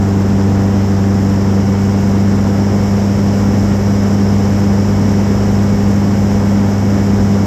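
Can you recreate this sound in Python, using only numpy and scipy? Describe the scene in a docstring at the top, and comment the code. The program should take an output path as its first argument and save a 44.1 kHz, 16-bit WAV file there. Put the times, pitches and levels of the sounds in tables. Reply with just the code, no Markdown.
"""A four-cylinder racing biplane banks low over the desert at full power, with the microphone on the pilot's head.
From the start two blades and two firings a turn press a deep drone into the cockpit, made of summed tones;
exhaust roar, as shaped noise, throbs with them. Over three seconds the engine runs up and the leaking air
hisses louder. A steady whine of two high tones swells in from 1.14 s; at 2.25 s the head turns into the wind
and the buffet, low noise, grows. The breathy resonance of the canopy gap is strongest from about 3 to 5 s."""
import sys
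import numpy as np
from scipy.fft import rfft, irfft, next_fast_len
from scipy.io import wavfile
from scipy.ndimage import uniform_filter1d, minimum_filter1d

SR = 44100
rng = np.random.default_rng(int(sys.argv[2]) if len(sys.argv) > 2 else 0)


def generate_wav(sig):
    """Save sig (samples, or channels by samples) to the path in sys.argv[1] as 16-bit PCM at SR."""
    pcm = np.round(np.clip(np.atleast_2d(sig).T, -1, 1) * 32767).astype(np.int16)
    wavfile.write(sys.argv[1], SR, pcm)


N = 328986


def from_db(db):
    """Decibels to amplitude gain."""
    return 10 ** (np.asarray(db) / 20)


def in_time(rows):
    """A curve of (time, value) rows, read at every sample."""
    times_s, values = np.transpose(rows)
    return np.interp(np.arange(N) / SR, times_s, values)


def ramp(start_s, length_s):
    """Rises from 0 to 1 and stays there."""
    return np.clip((np.arange(N) / SR - start_s) / length_s, 0, 1)


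def filtered(x, gain_at):
    """Weights a sound by a gain that is a function of frequency."""
    size = next_fast_len(N + 8192)  # padding keeps the end from wrapping onto the start
    hz = np.maximum(np.arange(size // 2 + 1) * SR / size, 1)
    return irfft(rfft(x, size) * gain_at(hz), size)[:N]


def drift(rate_hz):
    """Smooth random motion of spread 1, mostly slower than the given rate."""
    slow = filtered(rng.standard_normal(N), lambda hz: 1 / (1 + (hz / rate_hz) ** 2))
    return slow / slow.std()


def turbulence(spectrum):
    """Noise with the given power per Hz, interpolated over log frequency."""
    points_hz, level_db = np.transpose(spectrum)
    white = rng.standard_normal(N) * np.sqrt(SR / 2)  # unit power per Hz
    return filtered(white, lambda hz: from_db(np.interp(np.log(hz), np.log(points_hz), level_db)))


def throb(phase, depth):
    """A gain that swells once a cycle and keeps the mean power."""
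    return (1 + depth * np.cos(phase)) / np.sqrt(1 + depth ** 2 / 2)


# engine speed as the plane gathers speed: t/s, f/Hz (firings and blade passes per second)
ENGINE_SPEED = [(0, 98.13), (1.6, 98.38), (3.0, 100.02), (3.9, 100.2), (4.6, 99.92), (5.3, 100.3),
                (7.46, 99.83)]


def firing_rate():
    """Firings per second; with two blades and two firings a turn, also blade passes per second."""
    return in_time(ENGINE_SPEED)


def run_up():
    """How far the engine runs above its mean speed, in Hz of firing rate."""
    firing_hz = firing_rate()
    return firing_hz - firing_hz.mean()


# eddies thumping the microphone once the head is turned: f/Hz, level/dB per Hz
BUFFET_SPECTRUM = [(12, -68), (30, -58), (42, -55), (58, -39), (70, -44.5), (90, -47.5), (135, -50.5),
                   (350, -62.5), (600, -55), (720, -63), (2000, -105)]
HEAD_TURN_S, HEAD_TURN_TAKES_S = 2.25, 0.44  # when the head starts to turn, and for how long
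FACING_AHEAD_DB, HEAD_TURNED_DB = -5.5, 0  # buffet before and after, relative to the table


def buffet(gust_db=0.5):
    """Low turbulence in gusts, thumping the microphone harder once the head turns into the wind."""
    level_db = FACING_AHEAD_DB + (HEAD_TURNED_DB - FACING_AHEAD_DB) * ramp(HEAD_TURN_S, HEAD_TURN_TAKES_S)
    return turbulence(BUFFET_SPECTRUM) * from_db(level_db + gust_db * drift(3.9))


# air leaking past the canopy, at mean engine speed: f/Hz, level/dB per Hz
HISS_SPECTRUM = [(3500, -99), (4600, -83.5), (5300, -75), (6500, -75.5), (7400, -76), (8000, -81.5),
                 (8700, -94.5), (10000, -99.5), (11200, -90), (12000, -84), (13000, -90), (15200, -98)]
HISS_DB_PER_HZ = 0.7  # dB gained per Hz of run-up


def canopy_hiss(firing, flutter_db=0.5, grain_db=0.74, depth=0.06):
    """The leak hisses as fine turbulence, louder with engine speed and fluttering in the propeller wash."""
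    flutter = flutter_db * drift(18)
    grain = grain_db * drift(300)
    level_db = HISS_DB_PER_HZ * run_up() + flutter + grain
    return turbulence(HISS_SPECTRUM) * from_db(level_db) * throb(firing, depth)


# breathy resonance of the canopy gap, before its level curve: f/Hz, level/dB per Hz
GAP_SPECTRUM = [(4300, -105), (4800, -76), (5200, -69), (5550, -69), (6000, -75), (6800, -100)]
# how the resonance swells and partly eases, relative to that spectrum: t/s, level/dB
GAP_SWELL = [(0, -4), (1, -1.7), (2.2, -1.4), (3.2, 0.9), (5.2, 1), (5.8, -0.7), (7.46, -0.5)]


def canopy_gap(flutter_db=0.5):
    """The gap resonates with the leaking air, a breathy band that flutters in the propeller wash."""
    return turbulence(GAP_SPECTRUM) * from_db(in_time(GAP_SWELL) + flutter_db * drift(18))


# the whine's two tones once fully in: multiple of WHINE_HZ, level/dB rms
WHINE_TONES = [(3, -48), (4, -56)]
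WHINE_HZ = 741.6  # base of the tones, itself silent
WHINE_START_S, WHINE_ATTACK_S = 1.14, 0.55


def whine(waver_db=0.4, wander_hz=0.695):
    """A thin pair of high tones on one base, which does not follow the engine speed."""
    phase = 2 * np.pi * np.cumsum(WHINE_HZ + wander_hz * drift(7.3)) / SR
    tones = np.zeros(N)
    for multiple, level_db in WHINE_TONES:
        tones += from_db(level_db + waver_db * drift(3.7)) * np.sin(round(multiple) * phase)
    return np.sqrt(2) * tones * ramp(WHINE_START_S, WHINE_ATTACK_S)


# exhaust and propeller roar as it reaches the pilot's head, at mean engine speed: f/Hz, level/dB per Hz
ROAR_SPECTRUM = [(20, -65), (85, -55.5), (140, -42.5), (270, -44.5), (330, -49), (480, -51.5), (640, -58),
                 (760, -59), (950, -58), (1100, -61.5), (1950, -66.5), (2350, -72.5), (3100, -74.5),
                 (3400, -77), (4600, -81), (9000, -110)]
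ROAR_DB_PER_HZ = 0.35  # dB gained per Hz of run-up


def roar(firing, depth=0.26, lag_rad=2.57, smooth_above_hz=1300, surge_db=0.38):
    """Gas bursts follow each firing; their upper part blurs into an even rush."""
    level_db = ROAR_DB_PER_HZ * run_up() + surge_db * drift(27)
    gas = turbulence(ROAR_SPECTRUM) * from_db(level_db)
    bursts = filtered(gas, lambda hz: 1 / (1 + (hz / smooth_above_hz) ** 4))
    rush = gas - bursts
    return bursts * throb(firing - lag_rad, depth) + rush


# weaker engine lines, at mean engine speed: multiple of the four-stroke cycle, level/dB rms
# (multiples of four are harmonics of the firing rate)
ENGINE_LINES = [(1, -49), (2, -35), (3, -32.6), (5, -36), (6, -35.2), (7, -35.9), (9, -31.4), (10, -34.4),
                (15, -43.6), (16, -29.9), (20, -35.3), (23, -46.6), (24, -48), (27, -43), (28, -39.9),
                (30, -48.5), (31, -44.5), (32, -38.6), (35, -47), (36, -48), (40, -51), (45, -53),
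                (48, -55.5), (60, -57.5)]
LINES_DB_PER_HZ = -0.7  # dB gained per Hz of run-up: the lines weaken


def engine(firing, jitter_rad=0.017):
    """Unequal cylinders put lines between the firing harmonics; each line wavers in the moving air."""
    cycle = (firing + jitter_rad * drift(25)) / 4  # four firings a cycle
    lines = np.zeros(N)
    for multiple, level_db in ENGINE_LINES:
        lag = rng.uniform(0, 2 * np.pi)  # reflections in the cockpit delay each line differently
        waver_db = 0.7 * drift(2)
        lines += from_db(level_db + waver_db) * np.cos(multiple * cycle + lag)
    return np.sqrt(2) * lines * from_db(LINES_DB_PER_HZ * run_up())


# drone in the cockpit, the three lowest harmonics of the blade passage in order:
# level/dB rms at mean engine speed, slope/dB gained per Hz of run-up
BLADE_HARMONICS = [(-16, -0.55), (-14.5, 0.24), (-30.5, -2.9)]


def propeller(firing, waver_db=0.37, waver_hz=3):
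    """Each blade passes as a pressure dip: the two lowest tones trough together, and speed shifts their balance."""
    gains = []
    for level_db, db_per_hz in BLADE_HARMONICS:
        gains.append(from_db(level_db + db_per_hz * run_up() + waver_db * drift(waver_hz)))
    first, second, third = gains
    dips = first * np.cos(firing) + second * np.cos(2 * firing) + third * np.sin(3 * firing)
    return -np.sqrt(2) * dips


def scene():
    """One crankshaft, hunting slightly, drives propeller, engine and roar and flutters the hiss."""
    hunting_hz = 0.1 * drift(4)
    firing = 2 * np.pi * np.cumsum(firing_rate() + hunting_hz) / SR + np.pi / 3
    air = buffet() + canopy_hiss(firing) + canopy_gap()
    machine = roar(firing) + engine(firing) + propeller(firing)
    return (air + whine() + machine)[None]


CUTOFF_HZ = 15250


def record(dry):
    """A fast, soft limiter eases the gain down around the highest peaks, and the top is cut steeply."""
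    allowed = (1 + (dry[0] / 0.84) ** 16) ** (-1 / 16)  # bends peaks towards 0.84 of full scale
    held = minimum_filter1d(allowed, size=441)  # 10 ms
    gain = uniform_filter1d(held, size=441)
    return filtered(dry[0] * gain, lambda hz: 1 / np.sqrt(1 + (hz / CUTOFF_HZ) ** 600))[None]


dry = scene()
out = record(dry)
generate_wav(out)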